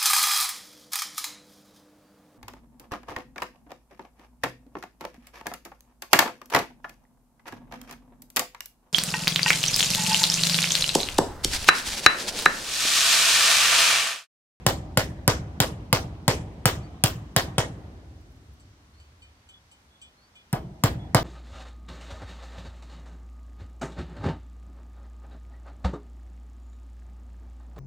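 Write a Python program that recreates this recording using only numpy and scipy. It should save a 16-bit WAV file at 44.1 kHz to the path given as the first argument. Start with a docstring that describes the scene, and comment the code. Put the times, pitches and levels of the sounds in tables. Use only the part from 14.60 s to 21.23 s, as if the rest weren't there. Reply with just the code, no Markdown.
"""A hammer drives nails into a panel of thin poles on a hollow base, in a yard under a faint, patchy hiss.
Each blow rings panel, wood and nail modes and cracks steel on steel in noise bursts; near walls throw it
back as delayed copies and a low rumble of decaying noise dies slowly. The first two blows precede time 0.
From 2.2 s a bird whistles in gliding or held sines, from 3.6 s cloth rustles in swells of bright noise,
from 4 s distant metal clinks in ringing modes; at 5.9 s a light tap sets a second nail, then two blows."""
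import sys
import numpy as np
from scipy import signal
from scipy.io import wavfile

SR = 44100
rng = np.random.default_rng(int(sys.argv[2]) if len(sys.argv) > 2 else 0)


def to_wav(sig):
    """Store sig (one row per channel, or 1-D mono) as 16-bit WAV at the path in sys.argv[1].

    Samples outside -1..1 are clipped; the rate is SR.
    """
    pcm = np.clip(np.atleast_2d(sig), -1, 1) * 32767
    pcm = np.round(pcm).astype(np.int16)
    wavfile.write(sys.argv[1], SR, pcm.T)  # frames by channels


N = 292383
RUN_IN = round(0.6 * SR)   # samples ahead of time 0, for the blows that fall there


def from_db(db):
    """Amplitude gain of a level in dB."""
    return 10 ** (np.asarray(db) / 20)


def at_hz(rows, hz):
    """Columns of a table, interpolated on a log-frequency axis."""
    table_hz, *columns = np.transpose(rows)
    return [np.interp(np.log(hz), np.log(table_hz), column) for column in columns]


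def band(x, low_hz, high_hz):
    """Band-pass."""
    return signal.sosfilt(signal.butter(2, [low_hz, high_hz], "band", fs=SR, output="sos"), x)


def convolve(x, response):
    """Fast convolution cut to the length of x."""
    return signal.fftconvolve(np.atleast_2d(x), np.atleast_2d(response), axes=1)[:, :np.shape(x)[-1]]


def waver(size, step):
    """Random level wander: a new normal value every step samples, straight lines between."""
    count = size // step + 2
    return np.interp(np.arange(size) / step, np.arange(count), rng.standard_normal(count))


def train(times_s, strength_db):
    """One click per hit."""
    clicks = np.zeros(RUN_IN + N)
    clicks[RUN_IN + np.round(times_s * SR).astype(int)] = from_db(strength_db)
    return clicks


def ring(drive, hz, t60_s):
    """Two-pole resonator: a unit click sets a decaying sine of height 1 ringing."""
    radius = from_db(-60 / (t60_s * SR))
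    angle = 2 * np.pi * hz / SR
    poles = [1, -2 * radius * np.cos(angle), radius * radius]
    return signal.lfilter([0, np.sin(angle)], poles, drive + 1e-18)


def strike(times_s, strength_db, modes, spread_db, tilt_db=0, pivot_hz=5000, turn=-1):
    """Each hit drives each mode at a random strength, tilted in dB per octave; mode k is scaled by turn**k."""
    out = 0
    chance = rng.standard_normal((len(times_s), len(modes)))
    for k, (hz, level_db, t60_s) in enumerate(modes):
        tilt = tilt_db * np.log2(hz / pivot_hz)
        clicks = train(times_s, strength_db + level_db + spread_db * chance[:, k] + tilt)
        out = out + ring(clicks, hz, t60_s) * turn ** k
    return out


def shaken(drive, modes):
    """Modes kept ringing by a noisy drive."""
    return sum(from_db(level_db) * ring(drive, hz, t60_s) for hz, level_db, t60_s in modes)


def dying_noise(times_s, strength_db, t60_s, channels):
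    """White noise that starts at each hit and dies away exponentially."""
    fade = signal.lfilter([1], [1, -from_db(-60 / (t60_s * SR))], train(times_s, strength_db) + 1e-18)
    return rng.standard_normal((channels, RUN_IN + N)) * fade


# left-right likeness of a diffuse field: (frequency [Hz], correlation [-1 to 1])
LEFT_RIGHT_LIKENESS = [(60, 0.99), (130, 1), (290, 0.92), (640, 0.61), (1410, -0.25), (3100, -0.1),
                       (6820, -0.11), (15000, 0.11)]


def noise_bands(size, per_octave):
    """Bands of stereo white noise, as a pair of close microphones hears a diffuse field."""
    edges_hz = 25 * 2 ** np.arange(0, 9.6, 1 / per_octave)
    white = rng.standard_normal((2, 2, size))   # neighbouring bands alternate between two noises
    for k, (low_hz, high_hz) in enumerate(zip(edges_hz, edges_hz[1:])):
        mid, side = band(white[k % 2], low_hz, high_hz)
        hz = np.sqrt(low_hz * high_hz)
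        alike = np.clip(at_hz(LEFT_RIGHT_LIKENESS, hz)[0], -1, 1)
        yield hz, np.sqrt(1 + alike) * mid + np.sqrt(1 - alike) * side * [[1], [-1]]


LOW_LAG_SAMPLES, HIGH_LAG_SAMPLES = 4, 1


def near_pair(x):
    """Sound from the work reaches the right microphone a few samples later, the treble almost at once."""
    def half(kind):
        return signal.sosfilt(np.tile(signal.butter(4, 6800, kind, fs=SR, output="sos"), (2, 1)), x)

    low, high = half("low"), half("high")
    right = np.roll(low, LOW_LAG_SAMPLES) + from_db(-0.5) * np.roll(high, HIGH_LAG_SAMPLES)
    return np.array([low + high, right])


# blows; ring over crack falls as a nail sinks in; the tap that sets the second nail touches, then bites:
# (time [s], panel thump [dB], wood knock [dB], steel crack [dB], nail ring over crack [dB])
HAMMER_BLOWS = [(-0.56, -9.5, -12.5, -6, 1), (-0.245, -10.5, -10, -7, 1.5), (0.0646, -8, -8.5, -9.5, 3),
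                (0.373, -9.5, -10, -9, 2.5), (0.6778, -8, -9, -9, 0.5), (1.0021, -9.5, -10.5, -8, 0.5),
                (1.3280, -9.5, -10, -9, 1), (1.6797, -9, -9, -9, -3), (2.0556, -11, -11.5, -6.5, -4),
                (2.4380, -12, -13.5, -8, 3), (2.7636, -11, -12, -8, -5), (2.9816, -12.5, -11, -11.5, -19),
                (5.9287, -13.5, -24.5, -29, 6.5), (5.9340, -19.5, -18, -41, 9),
                (6.2374, -7.5, -12.5, -14, 6), (6.5468, -6.5, -6.5, -12.5, 4)]
# panel modes: (frequency [Hz], level [dB], t60 [s])
PANEL_MODES = [(68, -22.5, 0.25), (109.9, -12, 0.12), (129.7, 1, .05), (175.2, -5.5, 0.04),
               (274.5, -8.5, .07)]
# wood modes: (frequency [Hz], level [dB], t60 [s])
WOOD_MODES = [(497.5, -6.5, 0.087), (579.5, -15, 0.22), (649.5, -4.5, 0.08), (779.3, -11, 0.09),
              (850, -10, 0.034), (1048, -12, 0.059), (1240, -13.5, .05), (1439, -19.5, 0.071),
              (1702, -11.5, 0.026), (1865, -14, 0.025), (2193, -13, 0.06), (2710, -7, 0.011),
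              (3010, -10, 0.066), (3290, -4, 0.015)]
# nail modes: (frequency [Hz], level [dB], t60 [s])
NAIL_MODES = [(3550, -18.5, 0.01), (4550, -15.5, .02), (4880, -9.5, .018), (5330, -10.5, 0.039),
              (7500, -11.5, 0.051), (8480, -15, 0.017), (9260, -13, 0.014), (9870, -14, .015),
              (12000, -15, .015)]
# single reflections: (delay [s], level [dB], low edge [Hz], top edge [Hz])
WALL_ECHOES = [(0.0217, -12, 302, 5965), (0.0327, -13.5, 298, 5025), (.042, -16, 300, 4037),
               (0.063, -11, 45, 101.2), (.075, -12.5, 45.8, 111.9), (.115, -15.5, 70, 200),
               (.131, -17, 70, 194.5), (0.179, -21.5, 60.5, 198.8)]
EDGE_DB, EDGE_FOLLOWS = -1.0, 0.51   # top edge of the crack, share of ring over crack that it follows
SNAP_DB, SNAP_T60_S = 4.0, 0.0035   # first instant of steel on steel
PUSH_S, PUSH_DB, PUSH_FOLLOWS = 0.00048, 4, 0.4   # dip; share of crack over knock that it follows
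THUMP_LAG_S = 0.0014


def hammer():
    """Direct blow from modes and noise bursts, its single echoes and its diffuse tail."""
    s, thump_db, knock_db, crack_db, free_db = np.transpose(HAMMER_BLOWS)
    ring_db = crack_db + free_db
    edge_db = EDGE_DB + EDGE_FOLLOWS * free_db
    crack_over_knock_db = crack_db - knock_db
    wood_tilt_db = 0.24 * crack_over_knock_db   # per octave: softer blows leave the upper modes quiet

    # the heavy panel follows the blow a moment late
    thump = band(strike(s, thump_db, PANEL_MODES, spread_db=2.0, turn=0.77), 93, 330)
    thump = np.roll(thump, round(THUMP_LAG_S * SR))

    knock = strike(s, knock_db - 10.5, WOOD_MODES, spread_db=3.0, tilt_db=wood_tilt_db, pivot_hz=705)
    splinter = band(dying_noise(s, knock_db - 0.5, 0.06, channels=1), 350, 1500)[0]

    nail = strike(s, ring_db - 6, NAIL_MODES, spread_db=1.5)
    crack_body = band(dying_noise(s, crack_db + 1.0, 0.016, channels=1), 1300, 10000)
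    crack_edge = band(dying_noise(s, crack_db + edge_db, 0.0098, channels=1), 10000, 18000)
    snap = band(dying_noise(s, ring_db + SNAP_DB, SNAP_T60_S, channels=1), 7000, 13000)
    crack = (crack_body + crack_edge + snap)[0]

    # the panel jumps away: one short dip in pressure
    t = np.arange(SR // 100) / SR
    dip = -np.sin(np.pi * np.clip(t / PUSH_S, 0, 1))
    push = from_db(PUSH_DB) * convolve(train(s, knock_db + PUSH_FOLLOWS * crack_over_knock_db), dip)[0]

    blow = thump + knock + splinter + nail + crack + push

    echoes = 0
    for delay_s, level_db, low_hz, top_hz in WALL_ECHOES:
        echoes = echoes + from_db(level_db) * np.roll(band(blow, low_hz, top_hz), round(delay_s * SR))
    echoes[:SR // 5] = 0   # clears what np.roll wraps round

    # the scattered sound keeps the colour of the wood and of the nail
    wood_drive = dying_noise(s, knock_db + wood_tilt_db - 45.5, 0.28, channels=1)[0]
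    wood_tail = shaken(wood_drive, WOOD_MODES)
    nail_tail = shaken(dying_noise(s, crack_db - 41, 0.2, channels=2), NAIL_MODES)
    return near_pair(blow + echoes + wood_tail) + nail_tail + yard(s, thump_db, knock_db, crack_db, edge_db)


# yard scatter: (frequency [Hz], level [dB per Hz], t60 [s])
YARD_SCATTER = [(59, -8, 0.99), (130, -8.5, 0.5), (278, -8.5, 0.46), (633, -6, 0.23), (1430, -9, .24),
                (3052, -18, 0.25), (5060, -13, 0.19), (6400, -22, 0.29), (7500, -24, 0.27),
                (9393, -25, 0.24), (11800, -25, 0.19), (16000, -24, 0.17)]
# slow rumble: (frequency [Hz], level [dB per Hz], t60 [s])
SLOW_RUMBLE = [(30.7, -37, 6.1), (67.6, -7, 5.54), (131, -17.5, 3.8), (197, -22, 3.42), (276, -22, 4.1),
               (440, -29.5, 2.5), (701, -26, 2.02), (1500, -36, 1.5), (5100, -58.5, 3.2),
               (16000, -71.5, 0.58)]
SCATTER_BUILD_S, RUMBLE_BUILD_S = 0.011, 0.031
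BASS_EXTRA_BUILD_S, BASS_TOP_HZ = 0.026, 330


def yard(s, thump_db, knock_db, crack_db, edge_db):
    """Diffuse tail: the bass answers every blow alike, higher bands scatter anew each time."""
    t = np.arange(4 * SR) / SR
    bass, out = 0, 0
    tails = (YARD_SCATTER, SCATTER_BUILD_S), (SLOW_RUMBLE, RUMBLE_BUILD_S)
    for hz, noise in noise_bands(size=RUN_IN + N, per_octave=3):
        if hz < BASS_TOP_HZ:
            for table, build_s in tails:
                level_db, t60_s = at_hz(table, hz)
                rise = np.clip(t / (build_s + BASS_EXTRA_BUILD_S), 0, 1)
                bass = bass + noise[:, -len(t):] * rise * from_db(level_db - 60 * t / t60_s)
            continue
        steel = np.clip(np.log2(hz / 900) / 1.7, 0, 1)   # share of the band that the crack drives
        uneven_db = 2.2 * rng.standard_normal(len(s))
        drive_db = (1 - steel) * knock_db + steel * crack_db + (hz > 10000) * edge_db + uneven_db
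        power = train(s, drive_db) ** 2
        energy = 0
        for table, build_s in tails:   # reflections build up, then die away
            level_db, t60_s = at_hz(table, hz)
            rise = np.exp(-2 / (build_s * SR))
            arrived = signal.lfilter([1 - rise], [1, -rise], power + 1e-30)
            fall = from_db(-120 / (t60_s * SR))
            energy = energy + signal.lfilter([from_db(2 * level_db)], [1, -fall], arrived)
        clumps = from_db(2.3 * waver(size=RUN_IN + N, step=500))   # reflections come in clumps
        out = out + noise * np.sqrt(energy) * clumps
    return out + convolve(train(s, thump_db), bass)


# outdoor hiss spectrum: (frequency [Hz], relative level [dB])
HISS_SPECTRUM = [(18, -35.5), (30, 0), (68, -4.5), (125, -11.5), (201, -9), (378, -18.5), (659, -15),
                 (1450, -16), (2810, -21.5), (4900, -22), (11400, -36), (15200, -41), (16500, -54)]
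HISS_RMS_DB = -63.5   # ahead of record()


def background():
    """Slightly patchy hiss: noise bands, each wandering in level."""
    hiss = 0
    for hz, noise in noise_bands(size=RUN_IN + N, per_octave=2):
        level_db = at_hz(HISS_SPECTRUM, hz)[0] + 0.72 * waver(size=N, step=5000)
        hiss = hiss + from_db(level_db) * noise[:, RUN_IN:]
    return from_db(HISS_RMS_DB) * hiss / np.sqrt(np.mean(hiss ** 2))


# whistles that rise to one top note: (time [s], length [s], level [dB])
RISING_WHISTLES = [(2.22, .05, -64), (4.325, .13, -72), (4.74, .07, -78), (5.565, .13, -70)]
# held whistles: (time [s], length [s], level [dB])
HELD_WHISTLES = [(4.9, .093, -59), (5.3, .11, -68), (5.41, .08, -59), (5.748, 0.087, -61),
                 (6.386, .094, -60)]
TOP_HZ, MEAN_RISE_HZ_PER_S, HELD_HZ = 4600, 3700, 3415
EDGE_POWER = 0.47   # of the half-sine envelope; below 1 is squarer


def bird():
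    """Sine whistles that rise and level off, or hold; the air makes them waver."""
    whistles = [(s, length_s, TOP_HZ - MEAN_RISE_HZ_PER_S * length_s, TOP_HZ, level_db)
                for s, length_s, level_db in RISING_WHISTLES]
    whistles += [(s, length_s, HELD_HZ, HELD_HZ, level_db) for s, length_s, level_db in HELD_WHISTLES]
    out = np.zeros(N)
    for s, length_s, start_hz, end_hz, level_db in whistles:
        u = np.linspace(0, 1, round(length_s * SR))
        pitch_hz = start_hz + (end_hz - start_hz) * np.sin(np.pi / 2 * u)
        shape = np.abs(np.sin(np.pi * u)) ** EDGE_POWER
        tone = np.sin(2 * np.pi * np.cumsum(pitch_hz) / SR)
        out[round(s * SR):][:len(u)] += from_db(level_db) * shape * tone
    out = out * from_db(3.6 * waver(size=N, step=500))
    return np.array([np.roll(out, 8), out])   # left lags by 8 samples


# separate cloth rustles: (time [s], level [dB])
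CLOTH_RUSTLES = [(3.606, -67), (3.703, -70), (3.718, -70), (3.755, -70), (3.83, -77), (3.913, -74),
                 (3.933, -66), (3.979, -75), (4.098, -78), (4.298, -78)]
RUSTLE_RISE_TAU_S, RUSTLE_T60_S = 0.0015, 0.078


def rustles():
    """Cloth: bright noise in quick swells that die away."""
    s, level_db = np.transpose(CLOTH_RUSTLES)
    rise = np.exp(-1 / (RUSTLE_RISE_TAU_S * SR))
    fall = from_db(-60 / (RUSTLE_T60_S * SR))
    poles = np.convolve([1, -rise], [1, -fall])
    swells = signal.lfilter([1 - rise], poles, train(s, level_db) + 1e-18)[RUN_IN:]
    return swells * band(rng.standard_normal((2, N)), 9000, 16000)


# clinks: (time [s], level [dB], brightness [dB per octave])
METAL_CLINKS = [(3.9981, -63, 6), (4.3997, -62, -4), (4.62, -60, -8), (4.889, -55.5, -2), (5.114, -56, 2),
                (5.4157, -52.5, -4), (5.7544, -62, -3)]
# clinking metal modes: (frequency [Hz], level [dB], t60 [s])
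METAL_MODES = [(2410, -9, 0.27), (3047, 4, 0.26), (3180, -9, .3), (3740, -10, 0.27), (4490, -3, 0.38),
               (4900, -13, .15), (5650, -12, .15), (5760, -17, .12), (6170, -6, .07), (7350, 2, 0.14),
               (7690, 1, 0.13), (8620, -14, 0.078), (9160, -12, .08), (9700, -18, .08), (9870, -11, .08),
               (10670, -18, 0.072), (12600, -16, .06)]


def clinks():
    """Distant metal: a short bright tick and its ring, doubled by a ground echo, a little from the right."""
    s, level_db, tilt_db = np.transpose(METAL_CLINKS)
    tick = band(dying_noise(s, level_db - 11.0, 0.09, channels=2), 2500, 12000)
    metal = from_db(-7.5) * strike(s, level_db, METAL_MODES, spread_db=3.5, tilt_db=tilt_db)
    metal = metal + from_db(2.0) * np.roll(metal, round(0.007 * SR))
    return tick + np.array([np.roll(metal, 8), metal])   # left lags by 8 samples


def scene():
    """Everything at the microphones."""
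    return (hammer() + clinks())[:, RUN_IN:] + background() + bird() + rustles()


CUTOFF_HZ = 16700


def record(dry):
    """The microphone drops the deepest bass, peaks are rounded, the top is cut."""
    thin = signal.sosfilt(signal.butter(2, 52, "high", fs=SR, output="sos"), dry)
    rounded = 1.048 * np.tanh(thin / 0.74)
    return signal.sosfilt(signal.cheby2(12, 60, CUTOFF_HZ, fs=SR, output="sos"), rounded)


dry = scene()
out = record(dry)
to_wav(out)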